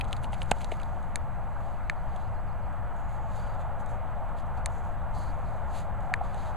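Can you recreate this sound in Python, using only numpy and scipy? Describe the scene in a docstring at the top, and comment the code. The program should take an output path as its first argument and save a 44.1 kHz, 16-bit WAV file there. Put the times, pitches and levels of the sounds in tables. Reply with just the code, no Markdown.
"""A dog shakes its head on bare earth: ears slap as short ringing ticks, swish as hiss and thump head modes.
Hollow knocks, during the head shake and again near the end, are damped tones. Claws then tick on grit, teeth
snap as banks of struck modes, and bodies scuff the soil as shaped noise. A distant bird gives a row of
dipping chirps, made as gliding sines; noses of the two dogs at play then whistle as resonant breath noise.
Throughout, a far road and a breeze are coloured noise, under hiss and a whine; a two-port microphone hears it."""
import sys
import numpy as np
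from scipy import signal
from scipy.fft import rfft, irfft
from scipy.io import wavfile
from scipy.ndimage import uniform_filter1d

SR = 44100
rng = np.random.default_rng(int(sys.argv[2]) if len(sys.argv) > 2 else 0)


def generate_wav(signal):
    """Clip the signal to [-1, 1] and save it as 16-bit WAV at the path in sys.argv[1]."""
    frames = np.transpose(np.atleast_2d(signal))
    scaled = np.clip(frames, -1, 1) * 32767
    pcm = np.round(scaled).astype(np.int16)
    wavfile.write(sys.argv[1], SR, pcm)


N = 289604  # samples


def amp(db):
    """Decibel law: 20 dB is a factor of ten in amplitude."""
    return 10 ** (np.asarray(db) / 20)


def evened(x):
    """Root-mean-square normalisation: scale to rms 1."""
    return x / np.sqrt(np.mean(x ** 2) + 1e-20)


def read(points, hz):
    """Logarithmic frequency scale: interpolate a spectrum evenly per octave."""
    f, value = np.transpose(points)
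    return np.interp(np.log(hz + 1), np.log(f + 1), value)


def curve(rows, column):
    """Linear interpolation: one column of a table as a curve over the whole scene."""
    rows = np.asarray(rows)
    return np.interp(np.arange(N) / SR, rows[:, 0], rows[:, column])


def add(mix, start_s, sound):
    """Superposition: pressures sum from the start time onward."""
    part = mix[round(start_s * SR):][:len(sound)]
    part += sound[:len(part)]


def resonate(x, hz, width_hz):
    """Resonance by frequency shifting: shift down, smooth, shift back, with gain 1 at the centre."""
    turn = np.exp(2j * np.pi * hz * np.arange(len(x)) / SR)
    r = np.exp(-np.pi * width_hz / SR)
    return 2 * (turn * signal.lfilter([1 - r], [1, -r], x / turn)).real


def noise(colour, size, patchy_db):
    """Coloured noise: random short-time spectra with drifting patches, rms 1."""
    hop = size // 4
    hz = np.fft.rfftfreq(size, 1 / SR)
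    real, imaginary, patches = rng.standard_normal((N // hop + 5, len(hz), 3)).T
    patches = uniform_filter1d(patches, size=12, axis=0)  # smooth across frequency
    patches = evened(uniform_filter1d(patches, size=10, axis=1))  # and across time
    spectra = (real + 1j * imaginary) * amp(read(colour, hz)[:, None] + patchy_db * patches)
    return evened(signal.istft(spectra, nperseg=size, noverlap=size - hop)[1][:N])


# ears slapping the shaken head: (start_s, level_db, ring_hz, brightness_db, rustle_db, crack_hz)
SLAPS = [(0.0104, -22.5, 2640, -9, -18, 9000), (.044, -42, 3480, -2, -22, 6800),
         (0.051, -42, 3250, -2, -22, 7500), (.110, -50, 4100, 1, -16, 8500),
         (.1235, -52, 3500, 3, -14, 7500), (0.1295, -19, 2820, -13, -25, 6600),
         (.1662, -38, 3850, -5, -16, 6800), (.2307, -54, 3410, 7, -10, 9000),
         (.2355, -51, 3410, 9, -10, 9000), (0.244, -30.5, 2870, -8, -19, 8000),
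         (.254, -51, 4200, 6, -18, 7800), (.3236, -48, 2480, 6, -20, 7500),
         (0.3312, -32.5, 2390, -11, -15, 6500), (.337, -48, 3000, 5, -20, 8000),
         (.341, -37, 2750, -4, -16, 9000), (.345, -42, 2900, -10, -12, 7500),
         (.4112, -50, 3270, 8, -22, 6300), (0.4186, -23, 2540, -25, -21, 7000),
         (.4235, -45, 4300, 0, -20, 6800), (.4297, -48, 3900, 11, -15, 8200),
         (0.5135, -16.5, 3900, 2.5, -29, 7300), (0.5162, -13, 2380, -5.5, -24.5, 6400),
         (.585, -46, 4230, 0, -16, 7500), (.609, -36, 2080, -12, -11, 7500),
         (.6148, -40, 2500, -4, -12, 7000), (0.618, -39, 4000, -4, -19, 8500),
         (.631, -44, 2500, -12, -10, 7000), (0.645, -28.5, 4040, -6, -19, 5900),
         (0.7167, -28.5, 2380, -21, -6, 6500), (.7205, -37.5, 2700, -15, -10, 7500),
         (.726, -54, 3000, 1, -12, 9000), (.739, -40, 1950, -22, -14, 7000),
         (.4045, -56, 4000, 8, -20, 8000), (.45, -52, 3000, -4, -16, 7500), (.46, -61, 4000, 4, -16, 8500),
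         (.858, -54, 3500, -2, -16, 8000), (.77, -56, 4600, 7, -20, 7000),
         (.7998, -40.5, 2700, -18, -14, 6500), (.817, -41, 2300, -2, -20, 7000),
         (0.8327, -39, 3740, -4, -19, 9000)]
# claws on grit: (start_s, level_db, brightness_db)
CLAWS = [(1.0287, -55, 6), (1.438, -63, -1), (2.162, -44, -2), (2.7275, -62, 4), (2.964, -61, 3),
         (3.092, -60, 6), (3.113, -55, -6), (3.358, -55, -6), (3.385, -55, -6), (3.547, -64, 8),
         (3.595, -60, 3), (3.861, -59, 14.5), (3.8935, -61, 8), (4.2915, -56, 1), (4.374, -57, 3),
         (4.3867, -49, -7), (4.402, -62, 6), (4.468, -64, 8), (4.551, -65, 6), (4.5735, -58, 3),
         (5.11, -63, 8), (5.391, -58, 0), (5.409, -62, 0), (5.508, -62, 2), (6.0066, -54, 0),
         (6.161, -65, 10), (6.217, -58, 0), (6.2376, -59, 2), (6.345, -47.5, 4.5)]
CLAW_HZ, CLAW_RUSTLE_DB, CLAW_CRACK_HZ = 3500, -14, 7000
RUSTLE_T60_S = 0.018  # limit for a weak rustle; a strong one lasts longer


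def tick(level_db, ring_hz, bright_db, rustle_db, crack_hz):
    """Impulse response: a sharp edge and a dying rustle excite a short ring and a bright crack."""
    t = np.arange(2000) / SR
    t60 = RUSTLE_T60_S * (1 + amp(rustle_db))
    edge = t == 0
    blows = amp(rustle_db - 60 * t / t60) * rng.standard_normal(len(t)) + edge
    ring = resonate(resonate(blows, ring_hz, 0.34 * ring_hz), ring_hz, 1.3 * ring_hz)
    crack = resonate(resonate(blows, crack_hz, 0.62 * crack_hz), crack_hz, 0.62 * crack_hz)
    ring, crack = ring / abs(ring).max(), crack / abs(crack).max()
    return -amp(level_db) * (ring + amp(bright_db) * crack)


# hollow knocks of cheek or paw: (start_s, level_db, pitch_hz, rise_s, t60_s)
KNOCKS = [(.331, -29.5, 816, 0.0018, .02), (.7195, -29.5, 440, .003, .014),
          (.7187, -26, 665, 0.0047, 0.017), (.7225, -36, 550, .002, .012),
          (6.115, -24.5, 750, 0.0075, 0.03), (6.208, -21.5, 753, 0.0082, 0.018)]


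def knock(level_db, pitch_hz, rise_s, t60_s):
    """Damped oscillation: a hollow tone swells, then dies exponentially."""
    t = np.arange(4000) / SR
    swell = np.sin(np.pi / 2 * np.minimum(t / rise_s, 1)) ** 2
    decay = amp(level_db - 60 * np.maximum(t - rise_s, 0) / t60_s)
    return -decay * swell * np.sin(2 * np.pi * pitch_hz * t)


# head thump at the hardest slaps, a weak inverted push, then the full thump:
# (start_s, signed_strength as a factor)
THUMPS = [(.5137, -.2), (.5146, 1)]
# modes of the head, before that strength: (level_db, pitch_hz, rise_s, t60_s)
HEAD = [(-17.5, 185, 0.00088, 0.021), (-20, 437, 0.0011, 0.012), (-10, 780, 0.0021, 0.011),
        (-26, 1550, 0.0028, 0.015)]


def thump(strength):
    """Modal superposition: the damped modes of the head sound together."""
    return strength * sum(knock(*mode) for mode in HEAD)


# teeth meeting: (start_s, level_db, brightness_db per octave, top_modes_db)
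SNAPS = [(1.1576, -24.5, 10, 0.5), (1.8977, -15.5, -1, -14), (4.6596, -26, 11.5, -1),
         (6.1389, -12.5, -3.5, 1)]
# modes of the teeth, relative to the snap: (pitch_hz, level_db, t60_s, first_swing as a signed factor)
TEETH = [(1110, -12.5, .008, -0.88), (1760, 1, 0.012, 0.87), (2294, 1, 0.0073, -1.06),
         (3720, -13.5, 0.0064, -1.6), (4370, -8, 0.0048, 0.82), (6400, -13, 0.0053, 0.96),
         (7670, -13, 0.0044, -0.95), (9270, -13, 0.0036, 0.92), (12900, -32, .004, -1)]
TOP_HZ = 8500  # modes above this get the snap's top-mode level


def snap(level_db, bright_db, top_db):
    """Modal synthesis: enamel modes start at once, tilted in level about 2 kHz, over a dying noise."""
    t = np.arange(1500) / SR
    modes = np.zeros(len(t))
    for hz, mode_db, t60, swing in TEETH:
        start_db = mode_db + bright_db * np.log2(hz / 2000) + top_db * (hz > TOP_HZ)
        modes += swing * amp(start_db - 60 * t / t60) * np.sin(2 * np.pi * hz * t)
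    closing = np.sin(np.pi / 2 * np.minimum(t / .0005, 1)) ** 2  # the teeth slide into contact
    tail = resonate(rng.standard_normal(len(t)), 4400, 6000) * amp(-22 - 60 * t / 0.019 + 1.14 * bright_db)
    return amp(level_db) * (modes + tail) * closing


# fur and paws over soil: (crest_s, level_db, rise_s, hold_s, fall_s, dull_part_db relative to the bright)
SCUFFS = [(1.66, -70.5, .12, 0, 0.12, 0.5), (2.2, -72, 0.17, 0, .08, 3), (2.98, -73, .03, 0.024, .03, -6),
          (3.13, -69, 0.055, 0.024, .04, -3), (3.362, -63, 0.06, .03, 0.065, 1),
          (3.47, -70, .02, .01, .08, 2), (3.6, -66.5, .008, .01, .02, -1),
          (3.803, -60.5, .008, 0, 0.015, -6), (3.895, -64.5, .015, 0.017, 0.035, -8),
          (4.375, -69, .01, 0.031, 0.015, 4), (4.58, -68, .015, 0, 0.014, 2),
          (4.71, -67, .02, .08, 0.03, -7), (4.84, -70, .02, 0.021, .07, -8),
          (5.15, -62, 0.014, .08, 0.096, -6), (5.5, -71, 0.12, 0, 0.18, 0),
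          (5.768, -54.5, 0.04, 0.018, 0.032, 0.5), (6.04, -72.5, .05, .03, .05, -4),
          (6.238, -68, .007, .02, .07, 2.5), (6.383, -64, 0.065, .1, .05, 2)]
# fur rustling through the whole shake: (crest_s, level_db, rise_s, hold_s, fall_s, dull_part_db)
SHAKE = (0.4, -69, 0.1, 0.32, 0.34, 0)
# ears swishing through the air: (crest_s, level_db)
SWISHES = [(.014, -67), (.085, -64), (.13, -60), (.17, -64), (.24, -59), (.338, -60), (.385, -68),
           (.425, -68), (.5, -64), (.57, -64), (.615, -55), (.725, -59), (.8, -70)]
# shape of every swish: (rise_s, hold_s, fall_s, dull_part_db)
SWISH = (0.014, 0, 0.016, 0)
# spectrum of the dull soil hiss: (frequency_hz, density_db per Hz)
DULL_SOIL = [(1200, -42), (2000, 3), (3000, -2), (4400, 0), (5500, -8.5), (7000, -27)]
# spectrum of the bright soil hiss: (frequency_hz, density_db per Hz)
BRIGHT_SOIL = [(4500, -32), (5800, -0.5), (7000, 3), (9000, -8.5), (12000, -4), (15400, -17)]
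STROKE_POINT = 1.1  # exponent of the stroke: 1 pointed, 2 rounded
GRIT_DB, GRIT_PER_S = -6, 1500  # single grains crackling, relative to the stroke


def grains(per_s, most):
    """Shot noise: sparse grains at random instants with random strengths."""
    return amp(4 * np.minimum(rng.exponential(1, N), most)) * (rng.random(N) < per_s / SR)


def scuffs():
    """Friction noise: each stroke swells a crumbly soil hiss and a crackle of grit."""
    t, power = np.arange(N) / SR, np.zeros((2, N))  # dull and bright
    swishes = [(s, db, *SWISH) for s, db in SWISHES]
    for s, db, rise, hold, fall, dull_db in [*swishes, SHAKE, *SCUFFS]:
        away = np.maximum(s - t, 0) / rise + np.maximum(t - s - hold, 0) / fall
        stroke = amp(db) * np.exp(-away ** STROKE_POINT)
        power += (stroke * amp([[dull_db], [0]])) ** 2
    crumbs = signal.lfilter([1], [1, -np.exp(-1 / (.001 * SR))], grains(500, 3))  # each dies with 1 ms
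    grain = evened(1 + .35 * evened(crumbs))
    soil = np.array([noise(colour, size=256, patchy_db=1.3) for colour in (DULL_SOIL, BRIGHT_SOIL)])
    hits = grains(GRIT_PER_S, 3.5)
    grit = [amp(GRIT_DB) * evened(resonate(resonate(hits, hz, 0.83 * hz), hz, 0.83 * hz))
            for hz in (3600, 8000)]
    return (np.sqrt(power) * (grain * soil + grit)).sum(0)


# air whistling through a nose: (start_s, end_s, level_db before the fade, resonance_hz, width_hz)
SNIFFS = [(2.93, 3.45, -73, 6900, 450), (3.15, 3.75, -72, 7000, 900), (3.36, 3.58, -64, 4620, 200),
          (3.46, 3.5, -66, 3150, 350), (3.593, 3.7, -69, 3450, 400), (3.855, 3.91, -68, 3780, 250),
          (5.13, 5.343, -57, 4370, 800), (5.445, 5.56, -70, 4300, 700), (6.38, 6.45, -61, 4300, 800),
          (6.45, 6.5, -62, 3900, 500)]


def sniff(length_s, level_db, hz, width_hz):
    """Turbulence in a resonator: breath noise in one nasal resonance, strongest early and fading."""
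    air = rng.standard_normal(round(length_s * SR))
    puff = signal.windows.tukey(len(air), .35) * amp(np.linspace(0, -12, len(air)))
    puff = puff * (1 + .1 * evened(uniform_filter1d(air, size=900)))  # uneven flow
    return amp(level_db) * evened(resonate(resonate(air, hz, width_hz), hz, width_hz)) * puff


# bird chirps: (lowest_point_s, level_db at that point before flutter, lowest_pitch_hz, half_length_s)
CHIRPS = [(1.742, -77, 4050, .034), (1.865, -73.5, 3950, .04), (1.995, -74.5, 4000, .034),
          (2.115, -73.5, 4050, .036), (2.252, -72, 4120, .034), (2.375, -71.5, 4080, .037),
          (2.502, -71.5, 4130, .034), (2.645, -74, 4130, .034)]


def chirp(level_db, lowest_hz, half_s, sweep_hz=1180, dip_db=3.0):
    """Frequency modulation: a rough sine falls, turns and climbs back, loudest around the turn."""
    u = np.arange(-half_s, half_s, 1 / SR) / half_s
    pitch = lowest_hz + sweep_hz * (np.sqrt(u ** 2 + .03) - np.sqrt(.03))
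    flutter = 1 + .3 * evened(uniform_filter1d(rng.standard_normal(6000), size=120))[:len(u)]
    loudness = amp(level_db - dip_db * abs(u)) * flutter * signal.windows.tukey(len(u), .15)
    return loudness * np.sin(2 * np.pi * np.cumsum(pitch) / SR)


# course of the road: (time_s, drone_level_db, upper_hiss_level_db)
ROAD = [(0.0, -43, -41.5), (.4, -43, -42.5), (1.5, -43, -42.5), (2.7, -42.5, -42.5), (3.7, -40.5, -41.5),
        (5.2, -41.5, -41.5), (5.9, -40.5, -41.5), (6.57, -41, -40)]
# spectrum of the road: (frequency_hz, density_db per Hz)
ROAD_COLOUR = [(190, -40), (330, -21), (419, -17), (551, -4.5), (723, 0.5), (792, 0), (908, -0.5),
               (983, -5), (1340, -8), (2310, -24), (3940, -39.5), (4310, -40), (5000, -49.5), (6500, -79),
               (11000, -120)]
ROAD_SPLIT_HZ = 1050


def road():
    """Band splitting: one coloured noise is parted into drone and hiss, each with its own level."""
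    traffic = noise(ROAD_COLOUR, size=1024, patchy_db=1.)
    drone = signal.sosfiltfilt(signal.butter(2, ROAD_SPLIT_HZ, fs=SR, output="sos"), traffic)
    return amp(curve(ROAD, 1)) * drone + amp(curve(ROAD, 2)) * (traffic - drone)


# course of the breeze: (time_s, level_db)
BREEZE = [(0.0, -34), (0.8, -36), (1.2, -37.5), (2.8, -37), (4.3, -37), (5.3, -35), (6.57, -36.5)]
# spectrum of the breeze: (frequency_hz, density_db per Hz)
BREEZE_COLOUR = [(2.9, -34), (5.0, -7), (16, 0.5), (22, -1.5), (44, 1), (65, -3.5), (115, -7), (136, -11),
                 (200, -16.5), (290, -25), (420, -31), (550, -46), (920, -120)]


def breeze():
    """Low-frequency turbulence: a rumbling noise rises and falls slowly."""
    return amp(curve(BREEZE, 1)) * noise(BREEZE_COLOUR, size=8192, patchy_db=0.4)


# spectrum of the steady hiss: (frequency_hz, density_db per Hz)
HISS_COLOUR = [(2500, -30), (4000, -15), (6000, -0.5), (8000, -4), (10500, -5), (12500, 5), (14000, -2.5),
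               (15400, -15)]
HISS_DB = -71.5


def hiss():
    """Stationary noise: a steady treble hiss of fixed colour."""
    return amp(HISS_DB) * noise(HISS_COLOUR, size=512, patchy_db=0.5)


WHINE_HZ, WHINE_DB, WAVER_HZ = 7867, -83, 7  # mean pitch, rms level, rms waver of the pitch


def whine():
    """Random frequency modulation: a thin tone whose pitch wavers quickly."""
    pitch = WHINE_HZ + WAVER_HZ * evened(uniform_filter1d(rng.standard_normal(N), size=200))
    return amp(WHINE_DB) * np.sqrt(2) * np.sin(2 * np.pi * np.cumsum(pitch) / SR)


def scene():
    """Superposition: near sounds reach the ports unequally, far sounds reach both alike."""
    near = scuffs()
    for s, *columns in SLAPS:
        add(near, s, tick(*columns))
    for s, db, bright_db in CLAWS:
        add(near, s, tick(db, CLAW_HZ, bright_db, CLAW_RUSTLE_DB, CLAW_CRACK_HZ))
    for s, strength in THUMPS:
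        add(near, s, thump(strength))
    for s, *columns in SNAPS:
        add(near, s, snap(*columns))
    for s, *columns in KNOCKS:
        add(near, s, knock(*columns))
    for start, end, *columns in SNIFFS:
        add(near, start, sniff(end - start, *columns))
    far = road() + breeze() + hiss() + whine()
    for s, *columns in CHIRPS:
        call = chirp(*columns)
        add(far, s - len(call) / 2 / SR, call)
    # the dogs reach the right port a tenth of a sample later and half a decibel louder
    later = np.roll(near, shift=1)
    right = near + .1 * (later - near)
    return far + np.array([amp(-.25) * near, amp(.25) * right])


# inequality of the ports: (frequency_hz, left_minus_right_db)
LEAN = [(15, -0.1), (35, 0.8), (70, 0), (150, -1), (1000, 0), (15000, 0)]
# spectrum of what the two ports do not share: (frequency_hz, density_db per Hz)
UNSHARED_COLOUR = [(5, -9), (16, 1), (35, 3), (70, 2), (140, -14), (270, -30), (560, -30), (850, -55),
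                   (1200, -60), (3000, -45), (5500, -54), (7700, -36.5), (11000, -29.5), (14000, -37),
                   (15400, -55)]
# steady converter offset, rows left and right: (offset as a fraction of full scale)
OFFSET = [
    [.0289],
    [-.0126],
]
UNSHARED_DB = -69
NOTCH_HZ, NOTCH_WIDTH_HZ, NOTCH_DB = 5464, 990, -20  # port cancellation
SHELF_HZ, SHELF_DB = 11070, -9.5  # the capsule falls away above
EDGE_HZ = 15350  # band limit


def record(dry):
    """Linear filtering: notch, shelf and unequal ports, then opposed noise, band limit and offset."""
    hz = np.fft.rfftfreq(N, 1 / SR)
    detuning = 1j * (hz / NOTCH_HZ - NOTCH_HZ / (hz + 1)) * NOTCH_HZ / NOTCH_WIDTH_HZ
    notch = (detuning + amp(NOTCH_DB)) / (detuning + 1)
    shelf = amp(SHELF_DB / (1 + (SHELF_HZ / (hz + 1)) ** 20))
    unequal = amp(read(LEAN, hz) / 2 * np.array([[1], [-1]]))
    heard = irfft(rfft(dry) * notch * shelf * unequal, N)
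    heard = heard + amp(UNSHARED_DB) * noise(UNSHARED_COLOUR, size=4096, patchy_db=3.5) * [[1], [-1]]
    low_pass = signal.firwin(511, EDGE_HZ, window=("kaiser", 9), fs=SR)
    return signal.oaconvolve(heard, low_pass[None], "same") + OFFSET


dry = scene()
out = record(dry)
generate_wav(out)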